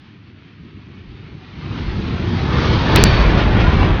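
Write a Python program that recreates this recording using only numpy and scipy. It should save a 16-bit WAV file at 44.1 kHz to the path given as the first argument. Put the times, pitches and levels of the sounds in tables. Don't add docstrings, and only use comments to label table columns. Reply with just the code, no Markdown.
import sys
import numpy as np
from scipy import signal
from scipy.fft import rfft, irfft
from scipy.io import wavfile
from scipy.ndimage import uniform_filter1d, map_coordinates

SR = 44100
rng = np.random.default_rng(int(sys.argv[2]) if len(sys.argv) > 2 else 0)


def wav_record(signal):
    frames = np.transpose(np.atleast_2d(signal))
    bounded = np.clip(frames, -1, 1)
    quanta = np.round(bounded * 32767).astype(np.int16)
    wavfile.write(sys.argv[1], SR, quanta)


N = 176400
TIME_S = np.arange(N) / SR

# [t/s, level/dB]
RUMBLE_LEVELS = [(0, -43.5), (.2, -44.5), (.55, -41), (.64, -37.5), (.85, -39.5), (1.13, -36.5),
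                 (1.34, -35.5), (1.45, -40), (1.73, -24), (1.88, -25), (2.06, -20), (2.28, -19.5),
                 (2.4, -17.5), (2.86, -16), (3.01, -10), (3.15, -15.5), (3.86, -13), (4, -19.5)]
# [f/Hz, relative level/dB]
RUMBLE_FAR_SPECTRUM = [(40, -24), (60, -6.5), (95, 3), (140, -0.5), (200, -2.5), (310, -6), (380, -12),
                       (460, -20), (560, -31)]
RUMBLE_NEAR_SPECTRUM = [(40, -24.5), (58, -0.5), (85, -1), (135, -1), (200, -5.5), (260, -10.5),
                        (340, -9.5), (420, -15.5), (520, -26.5), (800, -47.5)]
# [t/s, relative body level/dB, relative grit level/dB]
MUD_LEVELS = [(0, -53.5, -60), (.2, -55, -62.5), (.68, -52.5, -60), (1.38, -50, -56.5),
              (1.62, -42.5, -48.5), (1.76, -37, -44), (1.98, -37, -42.5), (2.14, -32.5, -41),
              (2.44, -31, -37), (2.62, -24, -30.5), (2.79, -24.5, -31), (2.93, -21, -30), (3.13, -21, -29),
              (3.42, -22, -36), (3.77, -24.5, -37), (3.83, -21.5, -34.5), (4, -26, -41.5)]
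# [f/Hz, relative level/dB]
MUD_FAR_SPECTRUM = [(200, -14), (520, -7.5), (800, -4.5), (1250, -1), (1700, -2.5), (2400, 0), (3000, -3.5),
                    (3800, -11.5), (5000, -27)]
MUD_NEAR_SPECTRUM = [(200, -5), (450, 3), (600, 0.5), (1000, 1), (1400, -1.5), (2200, -5), (3000, -10),
                     (3800, -15), (5000, -45)]
GRIT_SPECTRUM = [(2000, -16), (3000, 0), (3700, 0.5), (4400, -1), (5100, -8), (6000, -15), (6700, -23),
                 (7100, -57.5), (7600, -77.5)]
# [t/s, level/dB]
WIND_LEVELS = [(0, -68), (.9, -69), (1.13, -38), (1.26, -61), (1.56, -55), (1.76, -40), (1.91, -23),
               (2.09, -35), (2.22, -30), (2.45, -35.5), (2.8, -26.5), (2.98, -17), (3.1, -11.5), (3.4, -14),
               (3.72, -16), (4, -17)]
# [f/Hz, relative level/dB]
WIND_SPECTRUM = [(12, -32), (24, -11), (33, -2), (48, 3), (70, -4.5), (110, -9), (170, -15.5), (260, -34.5)]
# [peak t/s, half-length/s, resonance f/Hz, bandwidth/Hz,
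# level/dB]
GRINDS = [(2.565, 0.21, 1140, 300, -30), (3.005, 0.058, 410, 50, -20), (3.0, 0.15, 900, 240, -23),
          (3.2, 0.24, 2250, 420, -30.5)]
# [t/s, level/dB, decay/s]
CRASH_BURSTS = [(2.952, -15, 0.024), (3.003, -24.5, 0.02), (3.051, -22, 0.016), (3.19, -30.5, .025),
                (3.375, -26.5, .025), (3.595, -26.5, .025)]
# [f/Hz, relative level/dB]
CRASH_SPECTRUM = [(200, -12), (400, 1.5), (900, -7), (1800, 1.5), (3000, -0.5), (4400, -6.5), (6000, -17.5),
                  (6800, -33.5), (7300, -72)]
# [t/s, level/dB]
RING_STRIKES = [(2.977, -32.5), (3.048, -34.5), (3.145, -39)]
# [t/s, span of flips/s, polarity, flip count, mean flip length/s]
OVERLOAD_CRACKS = [(2.9609, .0003, -1, 1, .000045), (3.0384, .0012, 1, 5, .00007)]

APPROACH_SPAN_S = (0.61, 2.63)
STONES_PER_S, STONE_SPREAD_DB, STONE_POWER_SHARE = 900, 2.5, 0.27
PATCH_HZ, PATCH_S, PATCH_DB = 59.9, 0.09, 2.5
IMPACT_ATTACK_S, IMPACT_HOLD_S = 0.002, 0.023
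RING_HZ, RING_WAVER_HZ, RING_DECAY_S = 4508, 16, 0.076
MIC_CUTOFF_HZ, OUTPUT_CUTOFF_HZ = 6900, 16000


def undb(db):
    return 10 ** (np.asarray(db) / 20)


def unit(x):
    return x / np.sqrt(np.mean(x ** 2))


def noise():
    return rng.standard_normal(N)


def envelope(table, column=1):
    rows = np.array(table)
    return undb(np.interp(TIME_S, rows[:, 0], rows[:, column]))


def colour(x, spectrum, skirt_db_per_octave=40):
    hz, db = np.array(spectrum).T
    octave = np.log2(np.maximum(np.arange(N // 2 + 1) * SR / N, 1))
    knots = np.log2(hz)
    octaves_outside = np.abs(octave - np.clip(octave, knots[0], knots[-1]))
    gain = undb(np.interp(octave, knots, db) - skirt_db_per_octave * octaves_outside)
    return unit(irfft(rfft(x) * gain, N))


def wander(rate_hz):
    hold = max(int(SR / rate_hz), 1)
    steps = np.repeat(noise()[:N // hold + 1], hold)
    return unit(uniform_filter1d(uniform_filter1d(steps, hold), hold)[:N])


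def flutter(rate_hz, depth_db):
    return undb(depth_db * wander(rate_hz))


def approach(x, far, near):
    nearness = np.interp(TIME_S, APPROACH_SPAN_S, [0, 1])
    return (1 - nearness) * colour(x, far) + nearness * colour(x, near)


def mass_rumble():
    rumble = approach(noise(), RUMBLE_FAR_SPECTRUM, RUMBLE_NEAR_SPECTRUM)
    return rumble * envelope(RUMBLE_LEVELS) * flutter(rate_hz=22, depth_db=1.0)


def slurry():
    clicks = (rng.random(N) < STONES_PER_S / SR) * np.sign(noise())
    sizes = undb(STONE_SPREAD_DB * np.minimum(rng.exponential(size=N), 5))
    return np.sqrt(STONE_POWER_SHARE) * unit(clicks * sizes) + np.sqrt(1 - STONE_POWER_SHARE) * noise()


def churn(x, frame=2048, hop=512):
    _, _, cells = signal.stft(x, nperseg=frame, noverlap=frame - hop)
    bins, frames = np.indices(cells.shape)
    position = [bins * SR / frame / PATCH_HZ, frames * hop / SR / PATCH_S]
    patches = map_coordinates(rng.standard_normal((1024, 256)), position, order=3, mode="mirror")
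    _, churned = signal.istft(cells * undb(PATCH_DB * patches), nperseg=frame, noverlap=frame - hop)
    return unit(churned[:N])


def mud_rush():
    body = approach(churn(slurry()), MUD_FAR_SPECTRUM, MUD_NEAR_SPECTRUM)
    body *= envelope(MUD_LEVELS) * undb(1.5)
    grit = colour(churn(slurry()), GRIT_SPECTRUM)
    grit *= envelope(MUD_LEVELS, column=2) * undb(0.02)
    return (body + grit) * flutter(rate_hz=25, depth_db=0.79)


def wind():
    return colour(noise(), WIND_SPECTRUM) * envelope(WIND_LEVELS)


def grinding():
    out = np.zeros(N)
    for peak_s, half_s, hz, width_hz, db in GRINDS:
        resonance = signal.butter(2, [hz - width_hz / 2, hz + width_hz / 2], "bandpass", fs=SR, output="sos")
        swell = np.cos(np.pi / 2 * np.clip((TIME_S - peak_s) / half_s, -1, 1)) ** 2
        out += undb(db) * swell * unit(signal.sosfilt(resonance, slurry()))
    return out


def impact(start_s, decay_s):
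    age_s = np.maximum(TIME_S - start_s, 0)
    attack = 1 - np.exp(-age_s / IMPACT_ATTACK_S)
    return attack * np.exp(-np.maximum(age_s - IMPACT_HOLD_S, 0) / decay_s)


def crash():
    bursts = sum(undb(db) * impact(start_s, decay_s) for start_s, db, decay_s in CRASH_BURSTS)
    return colour(noise(), CRASH_SPECTRUM) * bursts


def ring():
    pitch_hz = RING_HZ + RING_WAVER_HZ * wander(rate_hz=150)
    tone = unit(np.sin(2 * np.pi * np.cumsum(pitch_hz) / SR))
    strikes = sum(undb(db) * impact(start_s, RING_DECAY_S) for start_s, db in RING_STRIKES)
    return tone * flutter(rate_hz=40, depth_db=2.0) * strikes


def overload(x, rail=0.9):
    for start_s, span_s, polarity, count, flip_s in OVERLOAD_CRACKS:
        stuck = np.clip(2 - np.abs(TIME_S - start_s - span_s / 2) / span_s, 0, 1)
        centres_s = start_s + span_s * (np.arange(count) + rng.random(count)) / count
        stretch = rng.uniform(.4, 1.6, count)
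        widths_s = flip_s * stretch / stretch.mean()
        flipped = (np.abs(TIME_S[:, None] - centres_s) < widths_s / 2).any(axis=1)
        x = x * (1 - stuck) + stuck * polarity * rail * (1 - 2 * flipped)
    return x


def scene():
    return (mass_rumble() + mud_rush() + wind() + crash() + ring() + grinding())[None]


def record(dry):
    mic_lowpass = signal.ellip(8, .05, 60, MIC_CUTOFF_HZ, fs=SR, output="sos")
    output_lowpass = signal.ellip(8, .2, 70, OUTPUT_CUTOFF_HZ, fs=SR, output="sos")
    rounded = dry[0] / (1 + dry[0] ** 6) ** (1 / 6)
    dull = signal.sosfiltfilt(mic_lowpass, rounded)
    return signal.sosfilt(output_lowpass, overload(dull))[None]


dry = scene()
out = record(dry)
wav_record(out)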